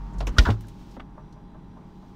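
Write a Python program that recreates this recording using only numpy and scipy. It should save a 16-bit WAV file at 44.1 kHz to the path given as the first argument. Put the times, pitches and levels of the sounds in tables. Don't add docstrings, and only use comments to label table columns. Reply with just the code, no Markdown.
import sys
import numpy as np
from scipy import signal
from scipy.fft import rfft, irfft
from scipy.io import wavfile
from scipy.ndimage import map_coordinates

SR = 44100
rng = np.random.default_rng(int(sys.argv[2]) if len(sys.argv) > 2 else 0)


def store_wav(level_fs):
    pcm = np.round(np.clip(np.atleast_2d(level_fs), -1, 1) * 32767)
    wavfile.write(sys.argv[1], SR, pcm.T.astype(np.int16))


def magnitude_from_level(level_db):
    exponent = np.asarray(level_db, float) / 20
    return 10 ** exponent


N = 94815

# time [s], level [dB].
HUM_LEVEL = [(0, -33.5), (.06, -33), (.118, -43), (.19, -26.5), (.235, -28), (.31, -24.5), (.345, -48),
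             (.45, -25), (.7, -49.5), (1.0, -48), (2.15, -57)]
# multiple of the hum, level under the hum [dB].
HUM_ORDERS = [(2, -20), (3, -22.5)]
WHINE_HZ = [99, 146.5, 183, 226, 420, 818.3, 872, 920.5, 1023, 1136]
# level [dB], gain with the door open [dB].
WHINE_LEVELS = [(-61, -1.5), (-60, 10), (-55, 2), (-62, 1), (-65, 0.5), (-63.5, 4.5), (-75.5, -0.5),
                (-66, 11.5), (-70.5, -0.5), (-76.5, 12)]
# frequency [Hz], density [dB per Hz].
FAN_COLOUR = [(28, -5), (60, -11.5), (84, -10.5), (180, -3), (480, -23.5), (1000, -24), (2300, -39),
              (16000, -65)]
# time [s], level [dB].
FAN_LEVEL = [(0, -46.5), (.35, -36.5), (.6, -47), (.96, -46.5), (1.0, -47), (2.15, -48.5)]
# frequency [Hz], density [dB per Hz].
ROOM_COLOUR = [(300, -17.5), (600, -8), (1000, 3), (1500, -5.5), (3000, -21), (6000, -24.5), (12000, -54)]
# centre [Hz], level [dB], width [Hz].
CABINET_BANDS = [(309.5, -57, 140), (3400, -81, 590), (3950, -83, 310), (4845, -87, 150),
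                 (5780, -85.5, 600)]
# start [s], rms level [dB], centre [Hz], width [octaves], t60 [s].
TICKS = [(0.134, -66.5, 6740, 0.5, 0.065), (.182, -54.5, 6000, 1.15, 0.091),
         (0.2047, -30.5, 720, 1.23, 0.062), (0.2046, -40.5, 3240, 1.2, 0.061), (.216, -39, 610, 1.2, 0.075),
         (0.212, -33.5, 109, .5, .1), (.2695, -32.5, 860, 2.3, 0.077), (0.2704, -38, 2800, 0.33, 0.039),
         (0.2693, -41.5, 6030, 0.35, .055), (0.2675, -48, 8500, 1.4, 0.042), (0.607, -55, 7000, 4.1, 0.062),
         (.638, -53.5, 1560, 0.24, 0.035), (.669, -64.5, 9000, 1.1, .03), (0.682, -54.5, 7260, 2.5, 0.052),
         (0.912, -60, 5360, 1, 0.039), (.9665, -39.5, 553, 1.44, 0.05), (0.974, -41.5, 240, 0.28, 0.14),
         (0.9967, -40, 1140, 1.3, 0.062), (0.9985, -44, 2600, 0.68, 0.027), (1.325, -61, 4800, 0.98, 0.043)]
# start [s], peak level [dB], start pitch [Hz], end pitch [Hz], t60 [s].
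PLUNGER_SQUEAK = (.270, -36, 2300, 3250, .065)
# frequency [Hz], density [dB per Hz].
AIR_COLOUR = [(1500, -10), (3000, -3), (4000, -3.5), (6000, -7), (10500, -22), (14300, -18.5), (15700, -19),
              (15900, -49.5)]
# time [s], level [dB].
AIR_LEVEL = [(.3, -71), (.36, -65), (.385, -44), (.45, -48.5), (.52, -53.5), (.56, -66.5), (.965, -64.5),
             (.972, -100), (1.7, -85.5), (2.0, -71.5), (2.15, -72)]
# start [s], rms level [dB], centre [Hz], width [octaves], t60 [s].
CRACKS = [(0.365, -40.5, 1370, 0.66, 0.14), (.382, -25, 306, 1.6, 0.14), (.3838, -19, 4990, 0.49, .028),
          (.3835, -32.5, 8000, .8, 0.016), (.385, -23, 2400, 1.2, .06), (.395, -41, 4490, .9, .07),
          (.42, -42.5, 820, 1.3, 0.12), (0.4523, -26.5, 1435, 0.38, 0.12),
          (0.4526, -36.5, 3600, 0.79, 0.072), (.457, -28.5, 1013, 0.2, 0.11), (0.465, -32, 464, 1.17, 0.15),
          (0.471, -32, 1470, 0.15, 0.038), (.487, -23.5, 464, 1.8, 0.077), (0.492, -34.5, 1300, 0.6, 0.087),
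          (0.503, -35.5, 2900, 1.24, 0.051), (.505, -34.5, 297, 0.62, 0.15), (.55, -42.5, 302, 0.54, 0.062),
          (0.539, -53, 1200, .7, 0.14)]
# frequency [Hz], level [dB], t60 [s].
LINER_MODES = [(420, -15, 0.0763), (630, -11.5, .08), (1010, -20, 0.3), (1140, -25.5, .08),
               (1432, 9.5, 0.032), (1849, -4.5, 0.088), (2900, -5, 0.037), (3320, 0.5, 0.033),
               (3730, 2, .044), (4037, -9.5, .05), (4820, -3, 0.01), (5090, -4.5, .03), (5580, -6.5, 0.014),
               (5884, -16.5, 0.0566)]
# start [s], peak level [dB], start pitch [Hz], end pitch [Hz], t60 [s].
BOOMS = [
    (0.3842, -0.5, 88, 41, 0.17),
    (0.425, -10.5, 45, 41.56, 0.13),
    (0.4655, -14, 76, 74, 0.19),
    (0.4862, -15.5, 220, 219, 0.092),
    (0.4935, -11.5, 90.7, 106.9, 0.25),
    (.502, -27.5, 103.3, 107.5, 0.76),
    (0.393, -13.5, 34, 27.7, .1),
]
# time [s], peak level [dB].
JAR_ROCKS = [
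    (1.176, -36.5),
    (1.362, -47),
    (1.545, -41.5),
    (1.767, -41),
    (2.028, -45),
]
# frequency [Hz], level [dB], t60 [s].
JAR_MODES = [(620, 3, .12), (900, 0, .11), (1030, 3, .09), (1185, -5, .11), (1588, -9, .1)]


def unit(x):
    return x / np.sqrt(np.mean(x ** 2) + 1e-20)


def curve(rows):
    return np.interp(np.arange(N) / SR, *np.transpose(rows))


def wobble(rate, size=N):
    knots = rng.standard_normal(int(size * rate / SR) + 4)
    return map_coordinates(knots, [np.arange(size) * rate / SR])


def noise(gain, size=N):
    hz = np.fft.rfftfreq(size, 1 / SR) + 1
    return unit(irfft(rfft(rng.standard_normal(size)) * gain(hz), size))


def colour(points):
    f, db = np.transpose(points)
    return lambda hz: magnitude_from_level(np.interp(np.log(hz), np.log(f), db))


def dying(t, t60, rise):
    return magnitude_from_level(-60 * t / t60) * (1 - np.exp(-t / rise))


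def add(out, s, x):
    part = out[round(s * SR):][:len(x)]
    part += x[:len(part)]


def ring(modes, rise):
    t = np.arange(SR // 4) / SR
    out = np.zeros(len(t))
    for hz, db, t60 in modes:
        tone = np.sin(2 * np.pi * (hz * t + rng.random()))
        out += magnitude_from_level(db + rng.normal(0, 2)) * dying(t, t60, rise) * tone
    return out


def crack(db, centre_hz, width, t60):
    rise_s, hold_power, grit_db = 0.0004, 1.5, 2.5
    t = np.arange(SR // 4) / SR
    shape = magnitude_from_level(-60 * (t / t60) ** hold_power) * (1 - np.exp(-t / rise_s))

    def band(hz):
        octaves = np.log2(hz / centre_hz)
        return 1 / np.sqrt(hz) / (1 + (octaves / width) ** 2) ** 2

    burst = shape * noise(band, size=len(t)) * magnitude_from_level(grit_db * wobble(300, size=len(t)))
    return magnitude_from_level(db) * burst * np.linalg.norm(shape) / np.linalg.norm(burst)


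def cracks(rows):
    out = np.zeros(N)
    for s, *row in rows:
        add(out, s, crack(*row))
    return out


def gliding_tones(rows):
    glide_s, rise_cycles = 0.013, 0.28
    out, t = np.zeros(N), np.arange(SR // 2) / SR
    for s, db, start_hz, end_hz, t60 in rows:
        turns = end_hz * t + (start_hz - end_hz) * glide_s * (1 - np.exp(-t / glide_s))
        shape = dying(t, 2 * t60, rise_cycles / start_hz) ** 2
        add(out, s, magnitude_from_level(db) * shape * np.sin(2 * np.pi * turns))
    return out


def gap():
    shut_s, swing_s = 0.21, 0.016
    return 1 / (1 + np.exp((np.arange(N) / SR - shut_s) / swing_s))


def compressor():
    hum_hz, drift, hum_wobble_db = 47.02, 0.004, 1
    beat_hz, beat_null_s, fan_shaft_db = 9.32, 1.072, -60
    t = np.arange(N) / SR
    turn = 2 * np.pi * np.cumsum(hum_hz * (1 + drift * wobble(8.72))) / SR
    hum = np.sin(turn) + sum(magnitude_from_level(db) * np.sin(k * turn) for k, db in HUM_ORDERS)
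    hum_gain = magnitude_from_level(curve(HUM_LEVEL) + hum_wobble_db * wobble(10))
    fan_shaft = -np.sin(turn - 2 * np.pi * beat_hz * (t - beat_null_s))
    whine = np.zeros(N)
    for hz, (db, open_db) in zip(WHINE_HZ, WHINE_LEVELS):
        level = magnitude_from_level(db + open_db * gap() + 0.5 * wobble(4))
        wander = np.cumsum(0.8 * wobble(5)) / SR
        whine += level * np.sin(2 * np.pi * (hz * t + wander))
    return -np.sqrt(2) * (hum * hum_gain + magnitude_from_level(fan_shaft_db) * fan_shaft + whine)


def fan():
    return noise(colour(FAN_COLOUR)) * magnitude_from_level(curve(FAN_LEVEL) + 0.52 * wobble(8.2))


def room():
    return noise(colour(ROOM_COLOUR)) * magnitude_from_level(-58.5) * gap()


def cabinet_bands():
    out = np.zeros(N)
    for hz, db, width in CABINET_BANDS:
        flutter = magnitude_from_level(db + 2 * wobble(8.74))
        out += flutter * noise(lambda f: 1 / (1 + (2 * (f - hz) / width) ** 4))
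    return out


def switch_and_creaks():
    return cracks(TICKS)


def plunger():
    return gliding_tones([PLUNGER_SQUEAK])


def seal_air():
    return noise(colour(AIR_COLOUR)) * magnitude_from_level(curve(AIR_LEVEL) + wobble(40))


def seal_and_shelves():
    return cracks(CRACKS)


def liner():
    slam_s, slam_db, rise_s = 0.3838, -18, 0.0006
    out = np.zeros(N)
    add(out, slam_s, magnitude_from_level(slam_db) * ring(LINER_MODES, rise_s))
    return out


def trapped_air():
    return gliding_tones(BOOMS)


def jar():
    ring_db, rise_s, knock_db = -10.5, 0.002, -13.5
    out = np.zeros(N)
    for s, db in JAR_ROCKS:
        glass = magnitude_from_level(db + ring_db) * ring(JAR_MODES, rise_s)
        add(out, s, glass + crack(db + knock_db, 830, 0.97, 0.13))
    return out


def scene():
    machinery = compressor() + fan() + room() + cabinet_bands()
    door = switch_and_creaks() + plunger() + seal_air() + seal_and_shelves() + liner() + trapped_air()
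    return (machinery + door + jar())[None]


def band_limit(x):
    return signal.sosfilt(signal.butter(12, 16670, fs=SR, output="sos"), x)


def record(dry):
    top_hz = 15800
    hz = np.fft.rfftfreq(N, 1 / SR)
    kept = irfft(rfft(dry) / (1 + (hz / top_hz) ** 200), N)
    return band_limit(kept)


dry = scene()
out = record(dry)
store_wav(out)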